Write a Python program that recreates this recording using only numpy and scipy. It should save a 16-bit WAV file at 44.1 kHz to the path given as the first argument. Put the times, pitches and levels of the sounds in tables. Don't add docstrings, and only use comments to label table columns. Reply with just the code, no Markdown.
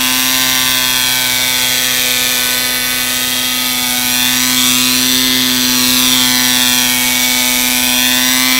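import sys
import numpy as np
from scipy import signal
from scipy.fft import rfft, irfft, next_fast_len
from scipy.io import wavfile
from scipy.ndimage import uniform_filter1d, map_coordinates

SR = 44100
rng = np.random.default_rng(int(sys.argv[2]) if len(sys.argv) > 2 else 0)


def unload_wav(signal):
    wavfile.write(
        sys.argv[1],
        SR,
        np.round(np.clip(np.atleast_2d(signal).T, -1, 1) * 32767).astype(np.int16),
    )


N = 378819
T = np.arange(N) / SR
FIRINGS_PER_ROTOR_TURN = 3.965

# t/s, f/Hz
FIRING_RATE = [(0.0, 128.2), (0.07, 127.5), (0.36, 129.1), (0.6, 128.6), (0.88, 127.2), (1.17, 127.3),
               (1.32, 126.2), (1.53, 126.6), (1.7, 125.6), (1.94, 125.9), (2.27, 125.1), (3.64, 126.1),
               (3.92, 124.3), (4.55, 126.4), (4.71, 125.7), (5.28, 128.0), (5.53, 126.4), (5.86, 125.7),
               (6.15, 127.1), (6.29, 126.0), (6.87, 124.9), (7.25, 125.4), (7.63, 125.0), (8.21, 126.3),
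               (8.4, 127.8), (8.59, 127.8)]
# t/s, level/dB, extra rasp/dB, extra treble/dB
BEAM = [(0, -14, 2.5, 4.5), (.65, -10.5, 1.5, 2), (1.2, -14.5, 3, 3.5), (1.55, -16, 4, 5.5),
        (2.25, -17.5, 5, 5), (3.1, -19.5, 2.5, 3.5), (3.75, -21, 4.5, 5.5), (4.2, -14, 2.5, 3.5),
        (4.7, -14, 2.5, 6.5), (5.3, -15.5, 8, 4.5), (5.55, -15.5, 7, 4), (5.9, -12, 4.5, 6.5),
        (6.15, -12, 3.5, 5), (6.7, -10.5, 2, 4), (7, -16.5, 1, 6), (7.4, -15, 3.5, 6.5), (7.75, -13, -1, 4),
        (8.59, -10, 2, 3)]
# t/s, level/dB
FIZZ = [(0, -3), (.25, -3), (.6, -6), (2.5, 0), (3.2, -2.5), (3.7, 0), (4.7, -4.5), (5.3, -1.5),
        (5.6, -3.5), (5.88, -1), (6.15, -5), (6.7, -5), (7, -0.5), (8.59, -5.5)]
# f/Hz, level/dB
EXHAUST_COLOUR = [(60, -42), (126, -18), (370, -15), (520, -4), (800, 0), (1300, -2), (1750, 0),
                  (2000, -1.5), (2900, 2), (4100, -2.5), (5200, -4.5), (7200, -8), (9200, -9.5),
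                  (11000, -4.5), (15700, -7.5)]
# f/Hz, level/dB
PUFF_COLOUR = [(200, -36), (1000, -7.5), (2500, -5.5), (3400, 1), (4200, 1.5), (5200, -2.5), (8000, 4.5),
               (15000, 1.5)]
# f/Hz, width/Hz, level/dB
RESONANCES = [(1757, 45, 4), (1860, 62, 9), (2085, 100, 1.5), (2300, 92, 0), (2230, 130, 4),
              (2910, 110, -10.5), (3360, 150, -0.5), (3470, 380, 1.5), (3530, 390, 3), (4000, 200, -2),
              (4093, 160, 5), (4810, 49, 4), (5170, 680, -2.5), (5730, 81, 7.5), (5930, 380, 5.5),
              (8050, 390, 3.5), (8310, 310, 3.5), (10260, 410, 7.5), (12060, 300, 7.5), (12580, 260, 6.5),
              (13600, 490, 7.5), (16000, 1400, 3)]
# t/s, level/dB
NASAL_RING = [(0.0, -27), (0.55, -22.5), (1.25, -28.5), (1.95, -23), (2.05, -27.0), (2.75, -24.5),
              (3.55, -27.5), (4.0, -32), (4.3, -23), (4.85, -29.5), (5.35, -22.5), (5.6, -29), (6.0, -28.0),
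              (6.4, -21.0), (6.95, -27.0), (7.95, -29), (8.05, -22), (8.59, -20)]
WHISTLE_RING = [(0.0, -25.5), (0.6, -26.5), (1.4, -21.5), (1.85, -25.5), (2.1, -21), (2.7, -26.5),
                (2.95, -24.5), (3.3, -29.5), (4.15, -23.5), (4.35, -25.0), (4.95, -23), (5.05, -29.5),
                (6.15, -25), (6.5, -27.0), (7.0, -20), (8.05, -21.5), (8.25, -27.5), (8.59, -18.0)]
MID_RASP = [(0.0, -22), (0.5, -25.5), (1.4, -30.5), (1.7, -28.5), (3.7, -29), (3.9, -32), (4.25, -26),
            (4.55, -28), (4.75, -23.5), (5.55, -27.5), (5.9, -24), (6.35, -28), (6.5, -26), (7.9, -28.5),
            (8.05, -25), (8.59, -26)]
LOW_WHINE = [(0.0, -21.5), (0.2, -25), (1.05, -19), (1.4, -26.5), (1.65, -20), (2.85, -31.5), (3.4, -22.0),
             (3.9, -27), (4.25, -24), (4.45, -26), (4.6, -18.5), (4.95, -26), (5.35, -20.5), (5.9, -26.0),
             (6.2, -16.5), (6.35, -21.5), (6.85, -19), (7.1, -25.5), (7.65, -28), (8.0, -19.0), (8.35, -29),
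             (8.59, -19)]
HIGH_WHINE = [(0.0, -25.5), (0.75, -21), (1.15, -27.5), (1.45, -20.0), (1.8, -26), (2.15, -21.5),
              (3.3, -26), (3.85, -23), (4.05, -28.0), (4.25, -16.5), (4.5, -32), (4.6, -17), (5.0, -24.5),
              (5.1, -18), (5.8, -24.5), (6.15, -16), (6.35, -27), (6.65, -17.0), (6.95, -30), (7.2, -20.5),
              (7.75, -24.5), (8.1, -18), (8.59, -24)]
# lower f/Hz, upper f/Hz, level table, overtone that sings in it, its boost/dB
WHINE_BANDS = [(1690, 2120, NASAL_RING, 16, 5), (2120, 2600, WHISTLE_RING, 18, 0),
               (2600, 3080, MID_RASP, 22, 2), (3080, 3440, LOW_WHINE, 26, 5),
               (3440, 3740, HIGH_WHINE, 28, 7)]
OVERTONE_CURVES = { 1: [(0.0, -43), (1.0, -36.5), (3.6, -43.5), (4.35, -36), (5.6, -36.0), (7.15, -39.5),
                   (7.25, -41), (8.59, -36.5)], 3: [(0, -64), (.6, -50), (3.6, -49), (4.3, -57), (4.7, -43),
                   (5.35, -33.5), (6.1, -43.5), (6.6, -62), (8.59, -54)], 4: [(0.0, -43.0), (1.05, -46),
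                   (1.9, -33), (4.45, -44.5), (5.35, -37.5), (5.55, -48), (5.65, -37.5), (6.55, -41),
                   (7.3, -36.5), (8.59, -42)], 6: [(0.0, -42.0), (0.55, -36), (0.95, -52.5), (1.1, -39.5),
                   (3.55, -39.5), (3.95, -30.5), (5.2, -53), (5.3, -41.0), (5.7, -59), (6.35, -35.5),
                   (8.59, -37)], 7: [(0.0, -32.5), (1.6, -31), (1.8, -38), (3.35, -39), (4.3, -31),
                   (4.75, -52), (4.9, -40), (6.6, -29.5), (7.25, -31.5), (8.59, -37)], 8: [(0.0, -29),
                   (0.85, -28.5), (2.05, -46), (2.55, -33), (2.85, -43.5), (4.2, -38), (4.4, -33),
                   (5.65, -35), (6.1, -30.5), (7.4, -37.5), (8.59, -27)], 10: [(0.0, -34), (0.65, -54),
                   (0.7, -39), (3.7, -32), (4.15, -37), (4.75, -29.5), (5.15, -37.5), (6.1, -33.5),
                   (6.5, -42), (7.65, -32), (8.0, -45), (8.59, -30.0)], 12: [(0.0, -29), (1.0, -27),
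                   (2.3, -32.5), (2.4, -28.5), (3.15, -31.5), (3.75, -40), (3.9, -31), (4.65, -29),
                   (4.75, -40.5), (5.05, -31), (5.2, -43), (5.6, -29), (5.85, -44), (6.25, -29.5),
                   (6.85, -29.5), (7.0, -38), (8.15, -28.5), (8.59, -33)]}
# multiple of the firing rate, level/dB, share of road echo
OVERTONE_LEVELS = [(5, -39.5, 0.47), (9, -39, 0.38), (11, -43, 0), (13, -40, 0)]
# t/s, level/dB
CRANK_HUM = [(0.0, -24), (0.12, -24), (1.1, -32), (2.87, -30.5), (4.11, -25.5), (4.55, -21), (5.91, -19),
             (7.15, -24.5), (8.54, -20.5), (8.59, -21)]
# multiple of the main rotor's turning rate, level/dB
ROTOR_TONES = [(2, -44.5), (3, -55), (3.43, -51.5), (5, -54), (7, -53), (9, -49.5), (10, -47.5), (11, -62),
               (13, -48), (14, -52), (15, -49), (17, -49.5), (18, -51)]
# f/Hz, level/dB
WASH_COLOUR = [(8, -6), (25, 15), (50, 14), (80, -8), (120, 13), (200, 6.5), (400, 12.5), (800, -3.5),
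               (1500, -7), (3000, -33), (15000, -35)]
# f/Hz, level/dB
HISS_COLOUR = [(400, -6), (900, -4), (1500, -4.5), (2600, 3), (3400, -4), (5000, 4.5), (9000, -21.5),
               (15000, -28)]
# t/s, height/m
HEIGHT = [(0, .79), (.59, .73), (2.07, 1.17), (2.85, 1.23), (3.76, 1.04), (4.94, .48), (5.56, .42),
          (7.12, .975), (7.77, .935), (8.59, .615)]
# f/Hz, share from 0 to 1
ROAD_TREBLE = [(3800, .33), (5300, .33), (6000, .43), (8200, .42), (9500, .3), (15000, .3)]
# f/Hz, level/dB
HOUSES_COLOUR = [(250, 8), (550, 10), (1200, -6), (2100, 4.5), (3400, -.5), (4300, -1), (6000, -2.5),
                 (8500, 1.5), (12000, 2)]


def engine(turns, gain_db=1.22, direct_db=-1, houses_db=-9, hiss_db=-11):
    pops = exhaust(turns)
    hiss = gear_hiss()
    direct = amp(direct_db + .9 * beam_swing()) * road(airframe(pops))
    around = amp(houses_db) * houses(pops) + amp(hiss_db) * unit(hiss + .5 * road(hiss))
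    sound = beamed(direct + amp(.032 * beam_swing()) * around)
    return shifting_whine(amp(curve(BEAM).mean() + gain_db) * sound, turns)


def firing_turns(ripple_cycles=.004):
    rate_hz = curve(FIRING_RATE) * (1 + .0007 * drift(15))
    turns = np.cumsum(rate_hz) / SR
    return turns + ripple_cycles * np.sin(rotor_angle(turns))


def exhaust(turns, weak_db=-15.5, puff_db=-5, swap_at_s=7.24, swap_length_s=.05):
    swap = np.pi / 2 * np.clip((T - swap_at_s) / swap_length_s + .5, 0, 1)
    clicks, gas_flow = 0, 0
    for share, cycle in [(np.cos(swap), turns), (np.sin(swap), turns - .5)]:
        hard = pulses(cycle, spread_db=.6)
        weak = filtered(pulses(cycle + .5, spread_db=2), lambda f: lowpass(f, 4200, 10))
        clicks = clicks + share * (hard + amp(weak_db) * weak)
        gas_flow = gas_flow + share * np.exp(-(cycle % 1))
    crack = filtered(smear(clicks), lambda f: 1 - lowpass(f, 1650, 40))
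    puff = unit(gas_flow * noise(PUFF_COLOUR))
    throb = 1 + .031 * np.sin(rotor_angle(turns))
    return muffler((amp(puff_db) * puff - crack) * throb)


def pulses(turns, spread_db, jitter_ms=.009):
    whole = np.arange(np.ceil(turns[0]), turns[-1])
    size, late = rng.standard_normal((len(whole), 2)).T
    at = (np.interp(whole, turns, T) + late * jitter_ms / 1000) * SR
    taps = at.astype(int)[:, None] + np.arange(-7, 9)
    offset = taps - at[:, None]
    clicks = amp(spread_db * size)[:, None] * np.sinc(offset) * np.sinc(offset / 8)
    return unit(np.bincount(np.clip(taps, 0, N - 1).ravel(), clicks.ravel(), N))


def smear(x, tail_db=9, decay_s=.0012, size=2048):
    t = np.arange(size) / SR
    tail = rng.standard_normal(size) * np.exp(-t / decay_s)
    response = rfft((t == 0) + amp(tail_db) * tail / np.linalg.norm(tail))
    allpass = np.roll(irfft(response / abs(response)), size // 2)
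    return signal.oaconvolve(x, allpass)[size // 2:][:N]


def muffler(x, size=4096):
    hz = abs(np.fft.fftfreq(size, 1 / SR))
    peaks_db = sum(db / (1 + (2 * (hz - f) / width) ** 2) for f, width, db in RESONANCES)
    gain = amp(spectrum(EXHAUST_COLOUR, hz) + peaks_db)
    response = np.exp(np.conj(signal.hilbert(np.log(gain))))
    ring = np.fft.ifft(response).real[:size // 2]
    return unit(signal.oaconvolve(x, ring)[:N])


def beamed(x):
    rasp, treble, fizz = curve(BEAM, column=2), curve(BEAM, column=3), curve(FIZZ)
    for db, hz, width_hz in [(rasp, 4000, 700), (treble, 7000, 2200), (fizz, 12000, 3200)]:
        x = x + (amp(db) - 1) * band_around(x, hz, width_hz)
    return x


def shifting_whine(x, turns, sing_width_hz=40, smooth_s=.09, edge_hz=60):
    out, pole = x, np.exp(-np.pi * sing_width_hz / SR)
    for low_hz, high_hz, level, order, boost_db in WHINE_BANDS:
        band = filtered(x, lambda f: np.clip((f - low_hz) / edge_hz + .5, 0, 1)
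                        * np.clip((high_hz - f) / edge_hz + .5, 0, 1))
        spin = np.exp(2j * np.pi * order * turns)
        overtone = 2 * (spin * signal.lfilter([1 - pole], [1, -pole], band / spin)).real
        whine = band + (amp(boost_db) - 1) * overtone
        power = abs(uniform_filter1d(whine ** 2, round(smooth_s * SR)))
        out = out - band + whine * amp(curve(level)) / np.sqrt(power + 1e-12)
    return out


def drone(turns, curves_db=-.85, waver_db=2.5, waver_hz=6.6):
    swing_db, out = .93 * beam_swing(), 0
    for order, level in OVERTONE_CURVES.items():
        tone = np.sin(2 * np.pi * (order * turns + rng.random()))
        out = out + amp(curve(level) + curves_db + drift(waver_hz)) * tone
    for order, db, share in OVERTONE_LEVELS:
        tone = np.sin(2 * np.pi * (order * turns + rng.random()))
        gain = amp(db + swing_db + waver_db * drift(waver_hz))
        out = out + gain * (tone + share * mirrored(tone)) / np.hypot(1, share)
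    return np.sqrt(2) * out


def crank_hum(turns):
    return np.sqrt(2) * amp(curve(CRANK_HUM)) * np.sin(2 * np.pi * 2 * turns)


def rotors(turns, tones_db=-1, wash_db=-42, fuller_db_per_m=6):
    angle, up = rotor_angle(turns), height()
    wavers_db = [drift(.9) for _ in range(3)]
    tones = sum(amp(db + wavers_db[k % 3]) * np.sin(order * angle + 2 * np.pi * rng.random())
                for k, (order, db) in enumerate(ROTOR_TONES))
    wash = unit(noise(WASH_COLOUR)) * (1 + np.sin(2 * angle))
    sound = np.sqrt(2) * amp(tones_db) * tones + amp(wash_db) * wash
    fullness = amp(fuller_db_per_m * (up - up.mean()))
    sound = sound + (fullness - 1) * band_around(sound, hz=330, width_hz=165)
    with_echo = unit(unit(sound) + 2 * road(sound))
    return sound.std() * with_echo * amp(.15 * beam_swing())


def gear_hiss():
    return muffler(noise(HISS_COLOUR))


def airframe(x, scatter_db=-7, decay_s=.0014, change_hz=2.2, count=4, size=512):
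    t = np.arange(size) / SR
    treble = filtered(x, lambda f: lowpass(f, 15000, 4) - lowpass(f, 7000, 4))
    for _ in range(count):
        taps = unit(rng.standard_normal(size) * np.exp(-t / decay_s)) / np.sqrt(size * count)
        x = x + amp(scatter_db) * drift(change_hz) * signal.oaconvolve(treble, taps)[:N]
    return unit(x)


def road(x, low_share=.55, split_hz=3800, treble_loss_per_m=.25):
    up, echo = height(), mirrored(x)
    low = filtered(echo, lambda f: lowpass(f, split_hz, 20))
    treble = filtered(echo - low, lambda f: spectrum(ROAD_TREBLE, f))
    return unit(x + low_share * low + treble * np.exp(-treble_loss_per_m * (up - up.min())))


def mirrored(x, distance_m=6, ear_height_m=1.5, sound_m_per_s=343):
    up = height()
    detour_m = np.hypot(distance_m, up + ear_height_m) - np.hypot(distance_m, up - ear_height_m)
    return map_coordinates(x, [np.arange(N) - detour_m / sound_m_per_s * SR], order=3)


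def houses(x, fade_s=.1, echoes_per_s=1500, change_hz=1.51, count=4):
    t = np.arange(SR // 2) / SR
    fade = (t > .003) * amp(-60 * t / fade_s)
    weights = np.array([drift(change_hz) for _ in range(count)])
    out = np.zeros(N)
    for weight in weights / np.linalg.norm(weights, axis=0):
        taps = rng.standard_normal(len(t)) * (rng.random(len(t)) < echoes_per_s / SR) * fade
        out += signal.oaconvolve(x, taps / np.linalg.norm(taps))[:N] * weight
    return unit(filtered(out, lambda f: amp(spectrum(HOUSES_COLOUR, f))))


def height(glide_s=.5):
    return uniform_filter1d(curve(HEIGHT), round(glide_s * SR), mode="nearest")


def rotor_angle(turns):
    return 2 * np.pi * turns / FIRINGS_PER_ROTOR_TURN


def beam_swing():
    level = curve(BEAM)
    return level - level.mean()


def amp(db):
    return 10 ** (np.asarray(db) / 20)


def unit(x):
    return x / np.sqrt(np.mean(x ** 2) + 1e-20)


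def curve(rows, column=1):
    columns = np.transpose(rows)
    return np.interp(T, columns[0], columns[column])


def spectrum(points, hz):
    f, value = np.transpose(points)
    return np.interp(np.log(hz + 1), np.log(f), value)


def filtered(x, gain):
    size = next_fast_len(N + 4096)
    return irfft(rfft(x, size) * gain(np.fft.rfftfreq(size, 1 / SR)), size)[:N]


def lowpass(f, edge_hz, steepness):
    return 1 / (1 + (f / edge_hz) ** steepness)


def band_around(x, hz, width_hz):
    return filtered(x, lambda f: np.exp(-((f - hz) / width_hz) ** 2))


def noise(colour):
    return filtered(rng.standard_normal(N), lambda f: amp(spectrum(colour, f)))


def drift(rate_hz):
    return unit(band_around(rng.standard_normal(N), 0, rate_hz))


def scene():
    turns = firing_turns()
    return (engine(turns) + drone(turns) + crank_hum(turns) + rotors(turns))[None]


def record(dry, ceiling=.97, top_hz=15780):
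    limited = dry / (1 + (dry / ceiling) ** 12) ** (1 / 12)
    treble_cut = signal.firwin(1023, top_hz, window=("kaiser", 9), fs=SR)
    return signal.oaconvolve(limited, treble_cut[None], "same")


dry = scene()
out = record(dry)
unload_wav(out)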